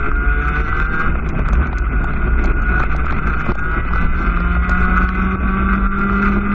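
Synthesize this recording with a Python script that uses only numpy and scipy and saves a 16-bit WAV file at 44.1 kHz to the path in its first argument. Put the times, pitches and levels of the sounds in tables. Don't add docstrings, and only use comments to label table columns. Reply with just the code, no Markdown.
import sys
import numpy as np
from scipy import signal
from scipy.fft import rfft, irfft
from scipy.io import wavfile
from scipy.ndimage import uniform_filter1d, minimum_filter1d

SR = 44100
rng = np.random.default_rng(int(sys.argv[2]) if len(sys.argv) > 2 else 0)


def linear_from_db(decibels):
    return 10 ** (np.asarray(decibels, float) / 20)


def waveform_to_disk(signal):
    frames = np.transpose(np.atleast_2d(signal))
    scaled = np.clip(frames, -1, 1) * 32767
    samples = np.round(scaled).astype(np.int16)
    wavfile.write(sys.argv[1], SR, samples)


N = 288398
TIME = np.arange(N) / SR


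def unit(x):
    return x / np.sqrt(np.mean(x ** 2))


def curves(table):
    s, *columns = np.transpose(table)
    return [np.interp(TIME, s, column) for column in columns]


def db_at(table, hz):
    f, db = np.transpose(table)
    f = np.r_[f[0] / 1.4, f, f[-1] * 1.3]
    db = np.r_[db[0] - 40, db, db[-1] - 40]
    return np.interp(np.log(hz + 1), np.log(f), db)


def colour(x, table):
    size = 8192
    cepstrum = irfft(np.log(linear_from_db(db_at(table, np.arange(size // 2 + 1) * SR / size))))
    cepstrum[1:size // 2] *= 2
    cepstrum[size // 2 + 1:] = 0
    response = irfft(np.exp(rfft(cepstrum)))[:size // 2]
    return unit(signal.fftconvolve(x, response)[:N])


def ring(x, hz, width_hz):
    return signal.lfilter(*signal.iirpeak(hz, hz / width_hz, fs=SR), x)


def walk(rate):
    k = int(SR / rate)
    steps = np.repeat(rng.standard_normal(N // k + 1), k)
    return unit(uniform_filter1d(uniform_filter1d(steps, k), k)[:N])


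def knocks(events, modes, push_s):
    out, t = np.zeros(N + SR), TIME[:SR // 20]
    for s, db in events:
        push = rng.standard_normal(len(t)) * np.exp(-t / push_s)
        knock = 0
        for hz, width_hz, mode_db in modes:
            twice = ring(ring(push, hz, width_hz), hz, width_hz)
            knock = knock + linear_from_db(mode_db) * ring(twice, hz, 2 * width_hz)
        start = int(s * SR)
        out[start:start + len(t)] += linear_from_db(db) * knock / np.abs(knock).max()
    return out[:N]


# time in seconds, firings per second in Hz.
REVS = [(0.0, 139.2), (0.58, 148.9), (0.82, 155.3), (1.05, 160.4), (1.42, 154.3), (1.8, 147.2),
        (2.1, 144.3), (2.4, 143.9), (2.68, 145.0), (2.95, 149.8), (3.5, 157.6), (4.0, 167.2), (4.62, 178.2),
        (5.0, 184.7), (5.6, 192.6), (5.92, 196.4), (6.37, 200.7), (6.54, 202.1)]
# time in seconds, engine load in dB, share of clean overtones in dB.
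THROTTLE = [(0, -5, 0), (.35, -1, -0.5), (1.03, 0.5, 3), (1.15, -6.5, -8.5), (1.5, -5, -8.5),
            (1.8, -6, -3.5), (2.1, -4.5, -9), (2.7, -1, -2.5), (3.1, -3, -5), (3.45, -0.3, -1.5),
            (3.75, -1.7, 3), (4.2, -0.5, 0), (4.7, -0.7, 2), (5.2, 3, -0.3), (5.6, 0, -1), (6.05, 2, -3),
            (6.54, 1, -3.5)]
# firing rate in Hz, level in dB.
MOUNT = [(139, -39), (148, -30), (158, -31), (166, -30), (172, -26.5), (182, -21.5), (195, -20), (202, -17)]
# level in dB of each overtone, 2 to 28 times the firing rate.
FIRING_DB = [-1, 1, -1, 2, 5, -3, -5.5, -6, 0, 0, -0.5, -2, -6.5, -0.5, -3.5, -0.5, 0, -1, -4, -7, -3.5,
             -4.5, -3, -8.5, -5.5, -4.5, -3]
# frequency in Hz, level in dB.
HOUSING = [(285, -4), (330, -27), (400, -5.5), (450, -12), (560, -37), (730, -13), (880, -36), (1010, -29),
           (1110, -13), (1180, -8.5), (1280, -2.5), (1450, 5.5), (1570, -7.5), (1750, -30)]
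# frequency in Hz, level in dB.
PANEL_TOPS = [(1850, -29), (1980, 1), (2100, -7.5), (2230, -7.5), (2380, -16), (2500, -10.5), (2620, -27),
              (2950, -15.5), (3250, -33.5), (3520, -19), (3700, -25), (3850, -38), (4200, -33.5),
              (4500, -30.5)]
# frequency in Hz, level in dB per Hz.
BUZZ = [(560, -48), (950, -15), (1040, -18.5), (1160, -1.5), (1440, 3.5), (1510, 0), (1690, -15),
        (1850, -32), (1900, -25), (2470, -46.5), (4180, -120)]
# frequency in Hz, level in dB per Hz.
PANEL_RATTLE = [(1060, -37.5), (1800, -9.5), (1860, -9.5), (1930, -13.5), (2030, -1.5), (2290, -8),
                (2500, -2), (2600, -6.5), (2760, -19.5), (3320, -25.5), (3400, -25), (4420, -44.5),
                (7480, -120)]
# frequency in Hz, level in dB per Hz.
SEAL = [(3250, -26.5), (3500, 2), (3800, -8), (4170, -5), (4600, -12), (5300, -11.5), (6100, -12),
        (6900, -16.5), (8200, -17)]


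def engine(dust_db, heave_db):
    (hz,) = curves(REVS)
    load_db, clean_db = curves(THROTTLE)
    first_db = db_at(MOUNT, hz - 1)
    buzz_db = -22.5 + load_db + 1.1 * walk(24)
    panel_db = -33.5 + 0.44 * load_db + 0.1 * heave_db + 0.9 * walk(22)
    leak_db = -65 + 0.78 * load_db + dust_db + 1.2 * walk(12)

    phase = 2 * np.pi * np.cumsum(hz * (1 + 0.001163 * walk(40))) / SR
    coarse = slice(0, N, 128)
    drift, flutter = walk(4.034)[coarse], walk(35)[coarse]
    tones = np.sqrt(2) * linear_from_db(first_db + 0.5 * walk(8)) * np.sin(phase)
    for k, order_db in enumerate(FIRING_DB, start=2):
        f = k * hz[coarse]
        body = linear_from_db(buzz_db[coarse] + db_at(HOUSING, f))
        body = body + linear_from_db(panel_db[coarse] + db_at(PANEL_TOPS, f))
        flex_db = 1.0 * np.roll(drift, 311 * k) + 2.5 * np.roll(flutter, 173 * k)
        size = body * linear_from_db(order_db + clean_db[coarse] + flex_db)
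        size = np.interp(TIME, TIME[coarse], size)
        tones += size * np.sin(k * phase + 2 * np.pi * rng.random())

    gate = linear_from_db(3.1 * np.cos(phase) + walk(40) + 2.4 * walk(120))
    buzz = linear_from_db(buzz_db - 2.5) * colour(gate * rng.standard_normal(N), BUZZ)
    panel = linear_from_db(panel_db - 1.5) * colour(gate * rng.standard_normal(N), PANEL_RATTLE)
    leak_level = linear_from_db(np.clip(leak_db, -72, -61) + 10.5 + walk(25))
    leak = leak_level * colour(gate * rng.standard_normal(N), SEAL)
    return tones + buzz + panel + leak


# pitch in Hz, wander of the pitch in Hz, level of free shaking in dB.
FRAME = [
    (27.88, 18, -7),
    (56.4, 4.5, -4),
]
# frequency in Hz, level in dB per Hz.
ROAD = [(53, -30.5), (90, -1.5), (150, -6), (222, -3.5), (313, -11), (355, -6.5), (496, -21.5),
        (731, -19.5), (874, -24.5), (1100, -20), (1430, -44), (2420, -120)]


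def chassis(rough_db, grain_db, heave_db, dip_db):
    patchy_db, frame_lag_s = 0.97, 0.035
    late_heave_db = np.roll(heave_db, int(frame_lag_s * SR))
    shake_db = rough_db + 0.4 * late_heave_db + 0.47 * dip_db
    bounce_db = -20.5 + shake_db + patchy_db * walk(20)
    bend_db = -22.5 + shake_db + patchy_db * walk(9)
    road_db = -29 + grain_db + 0.45 * heave_db + 0.27 * walk(6)

    swings = 0
    for (hz, wander_hz, free_db), db in zip(FRAME, (bounce_db, bend_db)):
        swing = np.sqrt(2) * np.sin(2 * np.pi * np.cumsum(hz + wander_hz * walk(9)) / SR)
        free = unit(ring(ring(rng.standard_normal(N), hz, hz / 2), hz, hz / 2))
        swings = swings + linear_from_db(db + 1.27) * (swing + linear_from_db(free_db) * free)
    stones = linear_from_db(0.76 * walk(22) + 1.9 * walk(70))
    return swings + linear_from_db(road_db + 3.0) * colour(stones * rng.standard_normal(N), ROAD)


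# time in seconds, overload in dB.
JOLTS = [(0.101, 4.5), (.62, 4), (0.831, 5), (1.2, 3.5), (1.7, 6.5), (1.8, 2.5), (2.291, 2.5), (2.522, 6.5),
         (2.838, 4), (3.022, 2), (3.521, 10.5), (3.81, 5), (4.068, 4.5), (4.3, 2), (4.578, 4.5), (4.861, 1),
         (5.051, 5.5), (5.358, 6), (5.772, 2), (5.87, 6.5), (6.392, 5), (.25, 2), (1.31, 0), (3.19, 2),
         (5.11, 1.5), (6.2, -1)]


def jolts():
    heave_s, clamp_s, hold_s, release_s = 0.032, 0.0039, 0.032, 0.081
    s, over_db = np.transpose(JOLTS)[:, :, None]
    coarse_time = TIME[::64]
    late = coarse_time - s
    heave = over_db * np.exp(-((late + heave_s / 2) / heave_s) ** 2)
    clamp = np.clip(late / clamp_s, 0, 1)
    release = np.exp(-np.maximum(late - hold_s, 0) / release_s)
    dip = over_db * clamp * release
    return [np.interp(TIME, coarse_time, v.sum(axis=0)) for v in (heave, dip)]


# time in seconds, peak level in dB.
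CLACKS = [(0.115, -10), (0.7274, -8), (0.8002, -9), (1.154, -14), (1.487, -16.5), (1.6003, -18),
          (1.6741, -19), (1.8647, -16.5), (2.1061, -16.5), (2.2129, -33), (2.2501, -28), (2.354, -27),
          (2.4783, -18), (2.6194, -22), (2.7965, -12.5), (3.0664, -12), (3.108, -13.5), (3.2703, -11.5),
          (3.3478, -28), (3.4082, -10), (3.664, -31.5), (3.934, -11), (4.1653, -25), (4.372, -10.5),
          (4.623, -17), (5.0898, -14.5), (5.3517, -16), (5.6915, -20), (5.9413, -20), (6.096, -8)]
# frequency in Hz, width in Hz, level in dB.
CLACK_MODES = [(1334, 330, 18), (1290, 270, -0.5), (2160, 1700, -11.5), (2350, 370, -23)]


def housing_clacks():
    return knocks(CLACKS, CLACK_MODES, push_s=0.00067)


# time in seconds, peak level in dB.
BUMPS = [(1.153, -16.5), (1.392, -17.5), (1.488, -18), (1.531, -15), (1.576, -29), (1.626, -16),
         (1.729, -17.5), (2.042, -16.5), (2.135, -22.5), (2.446, -15.5), (2.479, -25), (2.619, -25),
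         (2.802, -10.5), (2.837, -14), (2.948, -18.5), (3.045, -18), (3.123, -14.5), (3.273, -21),
         (3.464, -17), (3.518, -10), (3.554, -19), (3.594, -25), (3.851, -25), (3.909, -21), (3.959, -15.5),
         (4.403, -18), (4.566, -18), (4.693, -14), (5.038, -25), (5.352, -27.5)]
# frequency in Hz, width in Hz, level in dB.
BUMP_MODES = [(192, 130, -3), (378, 300, -8.5), (660, 1000, 18), (1010, 460, 2.5), (2470, 2000, -10.5)]


def tarmac_bumps():
    return knocks(BUMPS, BUMP_MODES, push_s=0.0027)


# time in seconds, peak level in dB.
GRIT = [(0.7944, -56), (1.0048, -49), (1.289, -29.5), (1.486, -34), (1.5319, -30), (1.6272, -56),
        (1.6706, -37.5), (1.7833, -28), (2.0423, -32.5), (2.4409, -29), (2.4566, -27), (2.6217, -37),
        (2.7985, -33), (2.9635, -29.5), (3.0574, -35), (3.273, -39), (3.552, -35), (3.5917, -34.5),
        (4.3104, -56), (4.463, -54), (4.695, -24.5), (4.9743, -35.5), (6.4233, -47)]
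# frequency in Hz, width in Hz, level in dB.
GRIT_MODES = [(5960, 1100, -3), (5200, 2900, -7), (3330, 4500, -0.5)]


def grit_ticks():
    return knocks(GRIT, GRIT_MODES, push_s=0.0022)


# time in seconds, ripples in dB, coarse grain in dB, loose dust in dB.
TARMAC = [(0, -1, -2.5, -7), (.3, 2, -4.5, -4), (.55, -1.5, -2, 3), (1.0, -.5, 1, 2.5),
          (1.3, -0.5, 1.5, -5.5), (1.7, 1, 0.5, -0.5), (2.1, 0.5, -0.5, -1.5), (2.55, 1.5, 3.5, -1.5),
          (3.0, 0.5, 1, -3), (3.3, -1.5, 0.5, 3.5), (3.6, -1, 0, 0), (4.1, 1, 0.5, 2.5),
          (4.5, -0.5, -1, -0.5), (5.0, 0, 1.5, -3), (5.2, -1.5, 1.5, 3.5), (5.6, -1, 1.5, -2),
          (6.0, -2.5, .5, 0.5), (6.54, -3.5, 2, -1.5)]


def scene():
    rough_db, grain_db, dust_db = curves(TARMAC)
    heave_db, dip_db = jolts()
    motor = engine(dust_db, heave_db)
    frame = chassis(rough_db, grain_db, heave_db, dip_db)
    hits = tarmac_bumps() + housing_clacks() + grit_ticks()
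    return (motor + frame + hits * linear_from_db(dip_db))[None]


TREBLE_EDGES_HZ = [2760, 3100, 3450, 3790, 4130, 4650, 5170, 5690, 6290, 6890, 7580, 8270, 22051]


def mute_faint_treble(x):
    keep_db, fickle_db = -81.5, 3.2
    frames = dict(window="cosine", nperseg=2048, noverlap=1024)
    f, _, z = signal.stft(np.r_[x, x[:-4096:-1]], SR, **frames)
    strict_db = 1.6 * rng.standard_normal(z.shape[1])
    for lo_hz, hi_hz in zip(TREBLE_EDGES_HZ, TREBLE_EDGES_HZ[1:]):
        band = (f >= lo_hz) & (f < hi_hz)
        size = np.sqrt(np.mean(np.abs(z[band]) ** 2, axis=0))
        masked_db = keep_db + np.clip(5200 - lo_hz, 0, 1400) / 280
        limit_db = masked_db + strict_db + fickle_db * rng.standard_normal(len(size))
        z[band] *= size > linear_from_db(limit_db)
    return signal.istft(z, SR, **frames)[1][:N]


def top_cut(x):
    return signal.sosfilt(signal.butter(12, 8290, fs=SR, output="sos"), x)


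def record(dry):
    ducked = dry[0] * linear_from_db(-jolts()[1])
    peak = -minimum_filter1d(-np.abs(ducked), size=257)
    held = np.maximum(peak / 0.72, 1)
    limited = ducked / uniform_filter1d(held, size=129)
    mix = mute_faint_treble(limited)[None]
    return top_cut(mix)


dry = scene()
out = record(dry)
waveform_to_disk(out)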